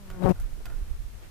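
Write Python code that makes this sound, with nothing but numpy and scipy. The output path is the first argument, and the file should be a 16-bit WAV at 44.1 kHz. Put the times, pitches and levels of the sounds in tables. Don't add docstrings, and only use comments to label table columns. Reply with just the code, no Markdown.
import sys
import numpy as np
from scipy import signal
from scipy.fft import rfft, irfft
from scipy.io import wavfile

SR = 44100
rng = np.random.default_rng(int(sys.argv[2]) if len(sys.argv) > 2 else 0)


def store_wav(level_fs):
    pcm = np.round(np.clip(np.atleast_2d(level_fs), -1, 1) * 32767)
    wavfile.write(sys.argv[1], SR, pcm.T.astype(np.int16))


def invert_db(level):
    return 10 ** (np.asarray(level, dtype=float) / 20)


N = 57330


def evened(x):
    return x / np.sqrt(np.mean(x ** 2) + 1e-20)


def shaped(x, points):
    f, db = np.transpose(points)
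    hz = np.fft.rfftfreq(x.shape[-1], 1 / SR)
    gain_db = np.interp(np.log(hz + 1), np.log(f), db)
    return irfft(rfft(x) * invert_db(gain_db), x.shape[-1])


def slow(hz, channels=1):
    x = shaped(rng.standard_normal((channels, N)), [(1, 0), (hz, 0), (2 * hz, -60)])
    return x / x.std(1, keepdims=True)


def band(x, hz, width):
    b, a = signal.iirpeak(hz, hz / width, SR)
    return signal.lfilter(b, a, signal.lfilter(b, a, x))


def panned(x, pan_db):
    return np.array([x * invert_db(pan_db / 2), x * invert_db(-pan_db / 2)])


def bump(s, length):
    return np.exp(-.5 * ((np.arange(N) / SR - s) / length) ** 2)


# t/s, level/dB, left over right/dB
GUST_LEVELS = [
    (0, -54, -5),
    (.12, -43.5, 1),
    (.22, -50.5, -1),
    (.36, -40.5, -2),
    (.5, -39, -0.5),
    (.62, -44.5, -11),
    (.8, -39, -4),
    (1.0, -48, -6),
    (1.15, -47.5, 0.5),
    (1.3, -52.5, -9),
]
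# f/Hz, level/dB
RUMBLE_SPECTRUM = [(10, -2.5), (22, 2), (40, -3), (63, -11.5), (110, -25.5), (155, -28), (300, -33),
                   (600, -59)]
# f/Hz, level/dB
ROAR_SPECTRUM = [(40, -9.5), (100, 8.5), (200, -8), (400, -12), (800, -19.5), (1600, -20), (3500, -31.5),
                 (9000, -36.5)]
# t/s, length/s, peak level/dB, swing f/Hz, port (0 left, 1 right)
EDDY_HITS = [(0.117, 0.014, -31.5, 29.2, 1), (0.396, 0.0086, -25.5, 39, 1), (0.445, 0.026, -21, 31.9, 1),
             (0.534, 0.019, -23, 24.4, 1), (0.697, 0.023, -30, 37.3, 1), (0.766, 0.024, -24.5, 27, 1),
             (0.827, 0.0079, -21, 44.3, 1), (0.888, 0.0046, -26.5, 50, 1), (0.916, 0.0067, -18, 38.6, 1),
             (1.006, 0.015, -24.5, 40.7, 1), (1.067, 0.014, -25.5, 39.2, 1), (0.425, 0.02, -25, 30.6, 0),
             (0.526, 0.017, -37, 26, 0), (0.677, 0.01, -30.5, 30.8, 0), (0.799, 0.027, -35, 32.2, 0),
             (0.867, 0.014, -36.5, 34.2, 0), (0.952, 0.012, -27, 44.7, 0), (1.127, 0.027, -35, 41.6, 0),
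             (0.946, 0.0054, -32, 75, 1), (1.001, 0.006, -35.5, 94, 0), (1.047, 0.0075, -35.5, 70, 0),
             (1.169, 0.014, -39, 49, 0), (1.228, 0.017, -41, 40.5, 0), (.642, .012, -33.5, 39.5, 0)]
# t/s, length/s, level/dB, centre f/Hz, left over right/dB
RUSTLE_EVENTS = [
    (.578, .004, -56, 300, 10),
    (.612, .006, -51, 380, 10),
    (.664, .008, -54, 2400, -2),
    (.71, .025, -54, 600, -1),
    (.68, .03, -58, 350, -1),
    (.40, .04, -59, 500, 0),
    (.53, .04, -60, 350, -2),
    (.12, .05, -60, 1300, 0),
    (1.24, .025, -54, 500, -2),
    (1.25, .02, -57, 1400, -2),
]
LUMPS_DB = 1
ROAR_DB, ROAR_FOLLOWS = -51.5, 0.2
RUSTLE_DB = -0.9


def wind():
    t = np.arange(N) / SR
    gust_s, gust_db, gust_pan_db = np.transpose(GUST_LEVELS)
    db, pan_db = np.interp(t, gust_s, gust_db), np.interp(t, gust_s, gust_pan_db)
    rumble_noise, roar_noise, rustle_noise = rng.standard_normal((3, 2, N))

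    lumpy = rumble_noise * invert_db(LUMPS_DB * slow(40, channels=2))
    out = evened(shaped(lumpy, RUMBLE_SPECTRUM)) * panned(invert_db(db + 4.0), pan_db)
    for s, length, peak_db, hz, port in EDDY_HITS:
        out[round(port)] -= invert_db(peak_db) * bump(s, length) * np.cos(2 * np.pi * hz * (t - s))

    roar = evened(shaped(roar_noise + 0.19 * roar_noise[::-1], ROAR_SPECTRUM))
    out += roar * invert_db(ROAR_DB + ROAR_FOLLOWS * (db + 40) + 1.5 * slow(9))

    for s, length, level_db, hz, side_db in RUSTLE_EVENTS:
        rustle = band(rustle_noise, hz, 1.37 * hz) * bump(s, length)
        rustle *= np.sqrt(length * SR * 1.8 / (rustle ** 2).sum(1, keepdims=True))
        out += rustle * panned(invert_db(level_db + RUSTLE_DB) * np.ones(1), side_db)
    return out


# t/s, then snap, low ring, high ring and boom level/dB
TICK_EVENTS = [(.1016, -45, -51, -46.5, -37.5), (0.1123, -50.5, -60, -58, -55), (.1243, -69, -58, -68, -70),
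               (.1443, -66, -51, -63, -70), (.236, -44.5, -46, -50, -31), (0.298, -60, -47, -66, -44),
               (.358, -68, -53.5, -66, -42.5), (.399, -68, -54, -66, -46.5),
               (.6552, -41.5, -50.5, -45, -57), (0.6587, -50.5, -57, -49, -70),
               (0.6639, -48, -45.5, -58, -51), (.681, -61, -58, -66, -68), (0.6986, -53, -55, -53, -53),
               (.7025, -58, -49, -62, -70), (.711, -62, -62, -66, -70), (.721, -61, -55, -62, -65),
               (.738, -64, -56.5, -64, -68)]
# f/Hz, level/dB
SNAP_SPECTRUM = [(300, -16), (1200, 9), (2800, 0.5), (6000, -9), (13000, -7), (15600, -5)]
# f/Hz, level/dB, T60/s
LOW_MODES = [(1420, -1, .11), (1465, -5, .06), (1330, -6, .03), (1800, -7, .04), (2010, -7, .04),
             (684, -2, .05), (950, -7, .03)]
# f/Hz, level/dB, T60/s
HIGH_MODES = [(2550, -6, .02), (3150, -1, .014), (3900, -7, .01), (4850, 0, .012), (7300, -6, .01)]
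SNAP_T60, BOOM_T60, BOOM_HZ = 0.021, 0.23, 124.2
DETUNE = .008
TICK_PAN_DB, TICK_SAME = -2.2, .7


def housing():
    length = 12000
    out, t = np.zeros((2, N + length)), np.arange(length) / SR
    for s, snap_db, low_db, high_db, boom_db in TICK_EVENTS:
        noise = rng.standard_normal((2, length))
        snap = shaped(noise + TICK_SAME * noise[::-1], SNAP_SPECTRUM) * invert_db(-60 * t / SNAP_T60)
        snap *= invert_db(snap_db) / snap[:, :100].std(1, keepdims=True)

        ring = np.zeros((2, length))
        for level_db, modes in [(low_db, LOW_MODES), (high_db, HIGH_MODES)]:
            for hz, db, t60 in modes:
                mode_hz = hz * (1 + DETUNE * rng.standard_normal())
                start_turn = rng.random((2, 1)) / 4
                ring += invert_db(level_db + db - 60 * t / t60) * np.sin(2 * np.pi * (mode_hz * t + start_turn))

        boom = invert_db(boom_db - 60 * t / BOOM_T60) * np.sin(2 * np.pi * BOOM_HZ * t)
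        boom *= np.minimum(t / .008, 1)
        onset = np.minimum(t / 0.00057, 1)
        at = round(s * SR)
        out[:, at:at + length] += (snap + ring + boom) * onset * panned(np.ones(1), TICK_PAN_DB)
    return out[:, :N]


TAP_LEVELS = [
    -37,
    -35,
    -37,
    -40,
    -37.5,
]
BRUSH_S, BRUSH_PER_S, BRUSH_T60 = .4003, 177.5, 0.0036


def brush():
    out, t = np.zeros((2, N)), np.arange(300) / SR
    for k, db in enumerate(TAP_LEVELS):
        at = round((BRUSH_S + k / BRUSH_PER_S) * SR)
        out[0, at:at + 300] += invert_db(db - 60 * t / BRUSH_T60) * band(rng.standard_normal(300), 7400, 18000)
    return out


# t/s, wingbeat f/Hz, level/dB, left over right/dB, overtones/dB
FLIGHT_PATH = [
    (0, 204.9, -57, 4.5, -0.5),
    (0.069, 189.7, -57, 10.5, 1.5),
    (0.148, 186.7, -52.5, 13.5, 2.5),
    (0.201, 179.6, -41, 23, -4),
    (0.223, 183.9, -28.5, 30, -8.5),
    (0.259, 187.1, -24.5, 42, 8.5),
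    (0.285, 183.7, -25.5, 34, 7),
    (0.296, 185.6, -19.5, 34, -6),
    (0.32, 177.5, -28, 43, -4),
]
# partial number, level/dB
WING_PARTIALS = [(1, 0), (2, -6.5), (3, -11), (4, -15), (5, -15), (6, -18), (7, -22), (8, -22), (9, -28),
                 (10, -29), (11, -30), (12, -34), (13, -36), (14, -38), (15, -38), (16, -40), (17, -41),
                 (18, -43), (19, -45)]
FAR_PARTIALS_DB = {2: 2.5, 3: -2, 6: 2, 7: -5, 9: -4, 10: -3, 12: -3, 13: -3}
# t/s, level/dB
SIDE_ON_EVEN = [(0, -6), (.05, -13), (.085, 0)]
# t/s, length/s, level/dB
STROKE_SWERVES = [
    (.3028, .0018, -6),
    (.3083, .0016, 4),
    (.268, .004, -2.5),
    (.2465, .002, -2.5),
]
# t/s, length/s, level/dB, f/Hz
PORT_PULSES = [(0.26, 0.0097, -18, 39), (.2505, 0.0045, -11.5, 133.5), (.2578, 0.00072, -12.5, 595),
               (0.24, 0.00043, -22, 1060), (.307, 0.0073, -25, 272), (.303, 0.017, -29, 95),
               (.3085, 0.0011, -13.5, 220), (.3, 0.00086, -16, 240), (.313, 0.0024, -40, 2700),
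               (.292, .001, -53, 2600), (.32, 0.0023, -36, 200), (.238, .003, -45.5, 3800),
               (.297, 0.0075, -28, 72)]
PASS_S, PASS_WIDTH_S = .254, 0.0046
TURN_S, TURN_WIDTH_S = .188, 0.016
CLOSE_DB, CLOSE_SLOPE = -26, 1.13
LEAVE_DB_PER_S = 2598
STROKE_S, STROKE_DB, WOBBLE = .2815, 6, .005
LEAN_BEFORE, LEAN_AFTER = .45, .15
SHIMMER_DB, NEAR_DULL_DB = 2, -8.5
HOLLOW_S, HOLLOW_LENGTH_S, HOLLOW_DB = .3, .011, -8
SWIRL_DB, SWIRL_HZ, FLICK_DB, FLICK_SPREAD_DB = -28, 596, -54.5, 2.5
PUFF, PUFF_BED, FLICK, FLICK_BED = .28, .4, .1, .25


def fly():
    t, rows = np.arange(N) / SR, np.transpose(FLIGHT_PATH)
    hz, db, pan_db, tilt_db = (np.interp(t, rows[0], r) for r in rows[1:])
    db = db - LEAVE_DB_PER_S * np.maximum(t - rows[0][-1], 0)
    close = invert_db(CLOSE_SLOPE * (db - CLOSE_DB))

    turns = np.cumsum(hz * (1 + WOBBLE * slow(79)[0])) / SR
    turns += 100 - turns[round(STROKE_S * SR)]
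    past = np.tanh((t - PASS_S) / PASS_WIDTH_S)
    turns += .5 * (past < 0)
    lean = np.where(past < 0, LEAN_BEFORE, LEAN_AFTER)
    far = np.pi / 2 * (1 - np.tanh((t - TURN_S) / TURN_WIDTH_S))

    shimmer = slow(45, channels=14) * np.minimum(close + .6, 1)
    shimmer = np.resize(shimmer, (len(WING_PARTIALS), N))
    hollow_db = HOLLOW_DB * bump(HOLLOW_S, HOLLOW_LENGTH_S)
    even_db = np.interp(t, *np.transpose(SIDE_ON_EVEN))
    dull_db = NEAR_DULL_DB * np.clip(2 * close, 0, 1)
    tone = np.zeros(N)
    for (k, partial_db), waver in zip(WING_PARTIALS, shimmer):
        even = k % 2 == 0
        level_db = partial_db + tilt_db * min((k - 1) / 2, 1) + SHIMMER_DB * waver
        level_db = level_db + dull_db * np.clip(np.log2(k / 3.87), 0, 1.4)
        level_db = level_db + even_db * even + hollow_db * (k == 3)
        level_db = level_db + FAR_PARTIALS_DB.get(k, 0) * far / np.pi
        tone += invert_db(level_db) * np.cos(2 * np.pi * k * turns + lean * np.sqrt(k) + far * even)
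    swerve_db = sum(d * bump(s, length) for s, length, d in STROKE_SWERVES)
    tone *= np.sqrt(2) * invert_db(db + STROKE_DB + swerve_db) * past

    puffs = rng.standard_normal(N) * (PUFF_BED + np.exp(-(turns % 1) / PUFF))
    swirl = evened(shaped(puffs, [(40, -8), (140, 0), (280, -1), (SWIRL_HZ, -2), (1500, -17),
                                  (4000, -35), (16000, -55)]))
    size = invert_db(FLICK_SPREAD_DB * rng.standard_normal(400))[turns.astype(int)]
    flicks = rng.standard_normal(N) * (FLICK_BED + size * np.exp(-(turns % 1) / FLICK))
    flick = evened(shaped(flicks, [(1000, -38), (2500, -4.5), (6000, -2.5), (14000, -2.0), (15500, -23)]))
    flick_db = FLICK_DB + 8.7 * bump(.3135, 0.0036)
    near = close * (invert_db(SWIRL_DB) * swirl + invert_db(flick_db) * flick)
    for s, length, push_db, push_hz in PORT_PULSES:
        near += invert_db(push_db) * bump(s, length) * np.cos(2 * np.pi * push_hz * (t - s))
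    return np.array([tone + near, tone * invert_db(-pan_db)])


def scene():
    return wind() + housing() + brush() + fly()


def low_pass(x):
    return signal.sosfilt(signal.butter(12, 15690, fs=SR, output="sos"), x)


# f/Hz, level/dB
HISS_SPECTRUM = [(100, 15.5), (2000, 4.5), (6000, 0.76), (12000, -1), (15000, -3)]
# f/Hz, gain/dB
BAND_EDGE = [(10, 0), (15000, 0), (15120, -30), (15700, -32), (15900, -70)]
HISS_DB = -56


def record(dry):
    hiss = invert_db(HISS_DB) * evened(shaped(rng.standard_normal((2, N)), HISS_SPECTRUM))
    mix = shaped(dry + hiss, BAND_EDGE)
    return low_pass(mix)


dry = scene()
out = record(dry)
store_wav(out)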